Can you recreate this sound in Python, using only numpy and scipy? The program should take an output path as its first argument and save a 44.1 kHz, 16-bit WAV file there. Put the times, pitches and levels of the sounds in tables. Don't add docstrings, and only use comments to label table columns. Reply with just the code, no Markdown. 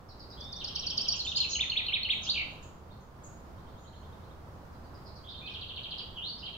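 import sys
import numpy as np
from scipy import signal
from scipy.fft import rfft, irfft
from scipy.io import wavfile

SR = 44100
rng = np.random.default_rng(int(sys.argv[2]) if len(sys.argv) > 2 else 0)


def file_out(sig):
    cols = np.atleast_2d(sig).T
    lim = np.clip(cols, -1, 1)
    pcm = np.round(lim * 32767).astype(np.int16)
    wavfile.write(sys.argv[1], SR, pcm)


N = 289737


# [t/s, syllable, level/dB]
NEAR_NOTES = [(.400, "loop", -41), (.520, "loop", -37.5), (.637, "loop", -31.5), (1.151, "thin", -43.5),
              (1.189, "slur", -32.5), (1.244, "thin", -43), (1.246, "scoop", -27.5), (1.345, "fall", -21.5),
              (1.364, "thin", -38.5), (1.492, "seep", -35.5), (2.258, "flourish", -21)]
# [start t/s, syllable, count, first level/dB, last level/dB]
NEAR_REPEATS = [(.751, "loop", 4, -28.5, -21), (1.530, "warble", 4, -22, -21)]


def near_bird():
    voice = song(NEAR_NOTES + repeats(NEAR_REPEATS), jitter=.008, flutter_db=2, octave_db=-53)
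    direct = amp(-1) * np.array([voice, delayed(voice, ms=.335)])
    return direct + scatter(voice, leaves_db=-7, rocks_db=-7, trees_db=-4.8)


# [t/s, syllable, level/dB]
TRILL_NOTES = [(.365, "whistle", -44.5), (1.352, "chip", -29), (2.61, "rise", -58),
               (5.232, "whistle", -49.5), (5.411, "low", -48.5), (6.150, "sweep", -35),
               (6.421, "lift", -38.5)]
# [start t/s, syllable, count, first level/dB, last level/dB]
TRILL_REPEATS = [(.592, "chip", 8, -32.5, -28.5), (5.455, "chip", 8, -33.5, -30.5),
                 (6.448, "chip", 2, -32, -38)]


def trilling_bird():
    voice = song(TRILL_NOTES + repeats(TRILL_REPEATS), jitter=.009, flutter_db=2, octave_db=-38)
    direct = amp(-3) * np.array([delayed(voice, ms=.05), voice])
    return direct + scatter(voice, leaves_db=-2, rocks_db=-2.5, trees_db=0)


# [t/s, syllable, level/dB]
ECHOED_NOTES = [(2.11, "tsip", -64), (2.212, "zip", -45.5), (2.50, "tsip", -72.5), (2.622, "tsip", -60.5),
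                (2.885, "whit", -64.5), (3.0, "tsip", -79), (3.232, "tsip", -57.5), (3.76, "seep", -69),
                (3.83, "tsip", -71.5), (3.92, "seep", -74.5), (4.48, "seep", -81), (5.05, "dip", -55),
                (5.265, "whit", -48), (5.285, "dip", -52), (5.335, "whit", -50), (5.43, "wisp", -62),
                (5.97, "dip", -50), (6.375, "dip", -44.5)]
# [start t/s,
# syllable, count, first level/dB, last level/dB]
ECHOED_REPEATS = [(.08, "dip", 3, -54, -48), (1.15, "zip", 4, -52.5, -42), (3.565, "whit", 4, -74, -65.5),
                  (3.925, "whit", 5, -64, -70), (4.72, "dip", 5, -70, -51)]


def echoed_calls():
    voice = song(ECHOED_NOTES + repeats(ECHOED_REPEATS), jitter=0.025, flutter_db=5.5, octave_db=-44)
    return scatter(voice, leaves_db=-3, rocks_db=-2, trees_db=0)


RUN_PACE_S = {"loop": .1092, "warble": .166, "chip": .0742, "dip": .107, "zip": .11, "whit": .091}


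def repeats(runs):
    notes = []
    for start_s, name, count, first_db, last_db in runs:
        for k, db in enumerate(np.linspace(first_db, last_db, round(count))):
            notes.append((start_s + k * RUN_PACE_S[name], name, db))
    return notes


BUZZ_HZ = 55.5
RAMP_POWER = 1.41
PITCH_SPREAD, LEVEL_SPREAD_DB = .012, 0.47
SYLLABLE_GLIDES = { "loop": [(.002, 0.018, 6500, 4850, 4210, 3.5, 0.0093, 0.0084, 0.019),
                   (.037, 0.017, 4800, 5493, 5700, 0, 0.011, 0.0079, 0.0067)],
                   "thin": [(0, 0.028, 6100, 6920, 7050, 1, 0.0086, 0.013, .01)],
                   "slur": [(0.0018, 0.036, 5100, 4100, 4300, 3, .004, 0.013, .025)],
                   "scoop": [(0, .024, 3164, 3117, 2450, -8, 0.0056, 0.0018, .03),
                   (.022, 0.054, 3590, 3674, 3720, -1.5, 0.0038, 0.044, 0.037),
                   (.069, .022, 3660, 2850, 2750, 0, 0.0046, 0.022, .02)],
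                   "fall": [(0, .045, 3880, 4580, 4900, -1, 0.022, 0.02, .1),
                   (.052, 0.034, 4520, 4010, 2910, 1, 0.009, 0.019, .04),
                   (.075, .05, 3100, 2750, 2230, -11.5, 0.0045, 0.022, 0.07)],
                   "seep": [(0.0034, .105, 6700, 6600, 6520, -1.5, 0.018, 0.029, 0.0076)],
                   "warble": [(0, 0.013, 4020, 4335, 4500, -2.5, .005, 0.0085, 0.025),
                   (.018, 0.0273, 3320, 2815, 2410, -2.5, 0.0076, .022, .012),
                   (.055, .026, 1800, 2647, 3790, 2, 0.028, .003, 0.036),
                   (.076, 0.016, 3500, 3854, 4470, 1.5, 0.0055, 0.0096, 0.036),
                   (.087, .027, 3400, 2550, 1926, -9.5, 0.0033, .006, .05)],
                   "flourish": [(0, .04, 2770, 3150, 3840, -11.5, 0.014, 0.0038, 0.044),
                   (.027, .057, 3510, 4370, 3510, 0.5, 0.013, 0.051, 0.1),
                   (.076, .13, 3176, 2537, 2423, -9, .015, 0.055, 0.14)],
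                   "whistle": [(0, 0.31, 3250, 3620, 3400, -3.5, 0.015, .04, 0.031)],
                   "low": [(0, 0.131, 2400, 2520, 2300, -2, 0.0067, 0.023, 0.0037)],
                   "chip": [(.004, .016, 4650, 4123, 3200, -9, 0.0061, 0.0046, 0.031),
                   (.014, .025, 3580, 2947, 2090, 0.5, 0.0074, 0.027, 0.018)],
                   "sweep": [(0, .045, 3390, 3067, 2490, -3, 0.02, 0.01, .025),
                   (.066, .108, 2860, 4306, 4480, -4, 0.0062, 0.023, 0.012)],
                   "lift": [(0.00073, 0.036, 2750, 3100, 3020, -4, 0.0045, 0.013, 0.0086)],
                   "whit": [(0, 0.052, 3100, 3750, 4700, -1, 0.0064, .012, 0.042)],
                   "rise": [(0.00096, 0.0584, 8100, 3600, 2400, 0, 0.051, 0.024, .008)],
                   "dip": [(0.0029, .05, 5390, 4400, 4020, 3.5, 0.006, 0.049, 0.0825)],
                   "zip": [(0, 0.055, 6700, 5550, 3900, 0, 0.01, 0.0059, 0.11)],
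                   "wisp": [(0.0015, 0.16, 1800, 5460, 2100, -2, 0.029, 0.078, 0.014)],
                   "tsip": [(0, 0.031, 7150, 6850, 9200, 7, 0.002, 0.02, 0.012)], }


def song(notes, jitter, flutter_db, octave_db):
    out, waver, flutter = np.zeros(N), drift(350), drift(410)
    for s, name, db in notes:
        for delay_s, length_s, start_hz, middle_hz, end_hz, glide_db, attack_s, release_s, buzz in \
                SYLLABLE_GLIDES[name]:
            t = np.arange(0, length_s, 1 / SR)
            now = (round((s + delay_s) * SR) + np.arange(len(t))) % N
            bend = np.polyfit([0, .5, 1], [start_hz, middle_hz, end_hz], 2)
            sharp, louder = rng.standard_normal(2)
            vibrato = buzz * np.cos(2 * np.pi * BUZZ_HZ * t)
            detune = 1 + PITCH_SPREAD * sharp + vibrato + jitter * waver[now]
            hz = np.polyval(bend, t / length_s) * detune
            phase = 2 * np.pi * np.cumsum(hz) / SR
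            ramps = np.minimum(t / attack_s, (length_s - t) / release_s)
            envelope = np.clip(ramps, 0, 1) ** RAMP_POWER
            level_db = db + glide_db + LEVEL_SPREAD_DB * louder + flutter_db * flutter[now]
            tone = np.sin(phase) + amp(octave_db) * np.sin(2 * phase)
            add(out, s + delay_s, envelope * amp(level_db) * tone)
    return out


LEAVES_T60_S, ROCK_T60_S = .06, 0.23
ROCK_HZ = 4940
# [f/Hz, t60/s]
TREE_T60 = [(2000, 0.38), (3500, 0.62), (5000, 0.43), (7000, 0.51)]


def scatter(x, leaves_db, rocks_db, trees_db):
    t = np.arange(SR) / SR
    density = np.reshape([.1, .02, .1], (3, 1, 1))
    signs = rng.choice([-1, 1], (3, 2, SR))
    leaves, rocks, trees = signs * (rng.random((3, 2, SR)) < density)
    leaves = leaves * amp(-60 * t / LEAVES_T60_S) * (t > .001)
    rocks = rocks * amp(-60 * t / ROCK_T60_S) * (t > .008)
    trees = trees * (1 - np.exp(-t / 0.011))
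    hz, when, z = signal.stft(trees, SR, nperseg=256)
    decay = amp(-60 * when / read(TREE_T60, hz)[:, None])
    trees = signal.istft(z * decay, SR, nperseg=256)[1][:, :SR]
    leaves, rocks, trees = (h / np.linalg.norm(h, axis=1, keepdims=True) for h in (leaves, rocks, trees))
    rocks = signal.lfilter(*signal.butter(3, ROCK_HZ, fs=SR), rocks)
    echoes = amp(leaves_db) * leaves + amp(rocks_db) * rocks + amp(trees_db) * trees
    return signal.fftconvolve(x[None], echoes, axes=1)[:, :N]


SWELL_DB = 1.0
# [f/Hz, relative level/dB per Hz]
AIR_SPECTRUM = [(18, -4), (38, -9), (68, 1.5), (105, -3.5), (205, -7.5), (270, -12), (700, -14.5),
                (1030, -14.5), (1400, -19.5), (1800, -27), (2500, -33.5), (5000, -36.5), (9000, -47),
                (15500, -43)]
# [t/s, level/dB]
AIR_LEVEL = [(0.3, -53.5), (0.8, -52.5), (6.33, -54.5), (6.5, -53.5)]
# [f/Hz, correlation]
AIR_LIKENESS = [(60, 0.96), (130, 0.91), (290, 0.69), (640, 0.52), (1410, -0.016), (3100, -0.012),
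                (6820, 0.097), (15000, -0.043)]


def air():
    hz = np.fft.rfftfreq(N, 1 / SR)
    left, other = rfft(rng.standard_normal((2, N)))
    same = np.clip(read(AIR_LIKENESS, hz), -1, 1)
    right = same * left + np.sqrt(1 - same ** 2) * other
    z = np.array([left, right]) * amp(read(AIR_SPECTRUM, hz))
    body_rms = irfft(z.mean(0) * (hz > 150) * (hz < 1400), N).std()
    level_db = np.interp(np.arange(N) / SR, *np.transpose(AIR_LEVEL))
    return irfft(z, N) / body_rms * amp(level_db + SWELL_DB * drift(3.2))


HUM_HZ, HUM_DB = 79.5, -60.5


def hum():
    hz = HUM_HZ * (1 + 0.019 * drift(5.2))
    phase = 2 * np.pi * np.cumsum(hz) / SR
    return amp(HUM_DB) * evened(np.sin(phase) * amp(1.9 * drift(1.3)))


def amp(db):
    return 10 ** (np.asarray(db) / 20)


def evened(x):
    return x / np.sqrt(np.mean(x ** 2) + 1e-20)


def read(points, hz):
    f, value = np.transpose(points)
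    return np.interp(np.log(hz + 1), np.log(f + 1), value)


def add(mix, s, sound):
    part = mix[max(round(s * SR), 0):][:len(sound)]
    part += sound[:len(part)]


def drift(hz):
    rolloff = np.exp(-(np.fft.rfftfreq(N, 1 / SR) / hz) ** 2)
    return evened(irfft(rfft(rng.standard_normal(N)) * rolloff, N))


def delayed(x, ms):
    slope = np.exp(-2j * np.pi * np.fft.rfftfreq(N, 1 / SR) * ms / 1000)
    return irfft(rfft(x) * slope, N)


def scene():
    return near_bird() + trilling_bird() + echoed_calls() + air() + hum()


EDGE_HZ = 15800


def record(dry):
    sides = dry * amp([[-.8], [.8]])
    band = signal.firwin(511, EDGE_HZ, window=("kaiser", 9), fs=SR)
    return signal.oaconvolve(sides, band[None], "same")


dry = scene()
out = record(dry)
file_out(out)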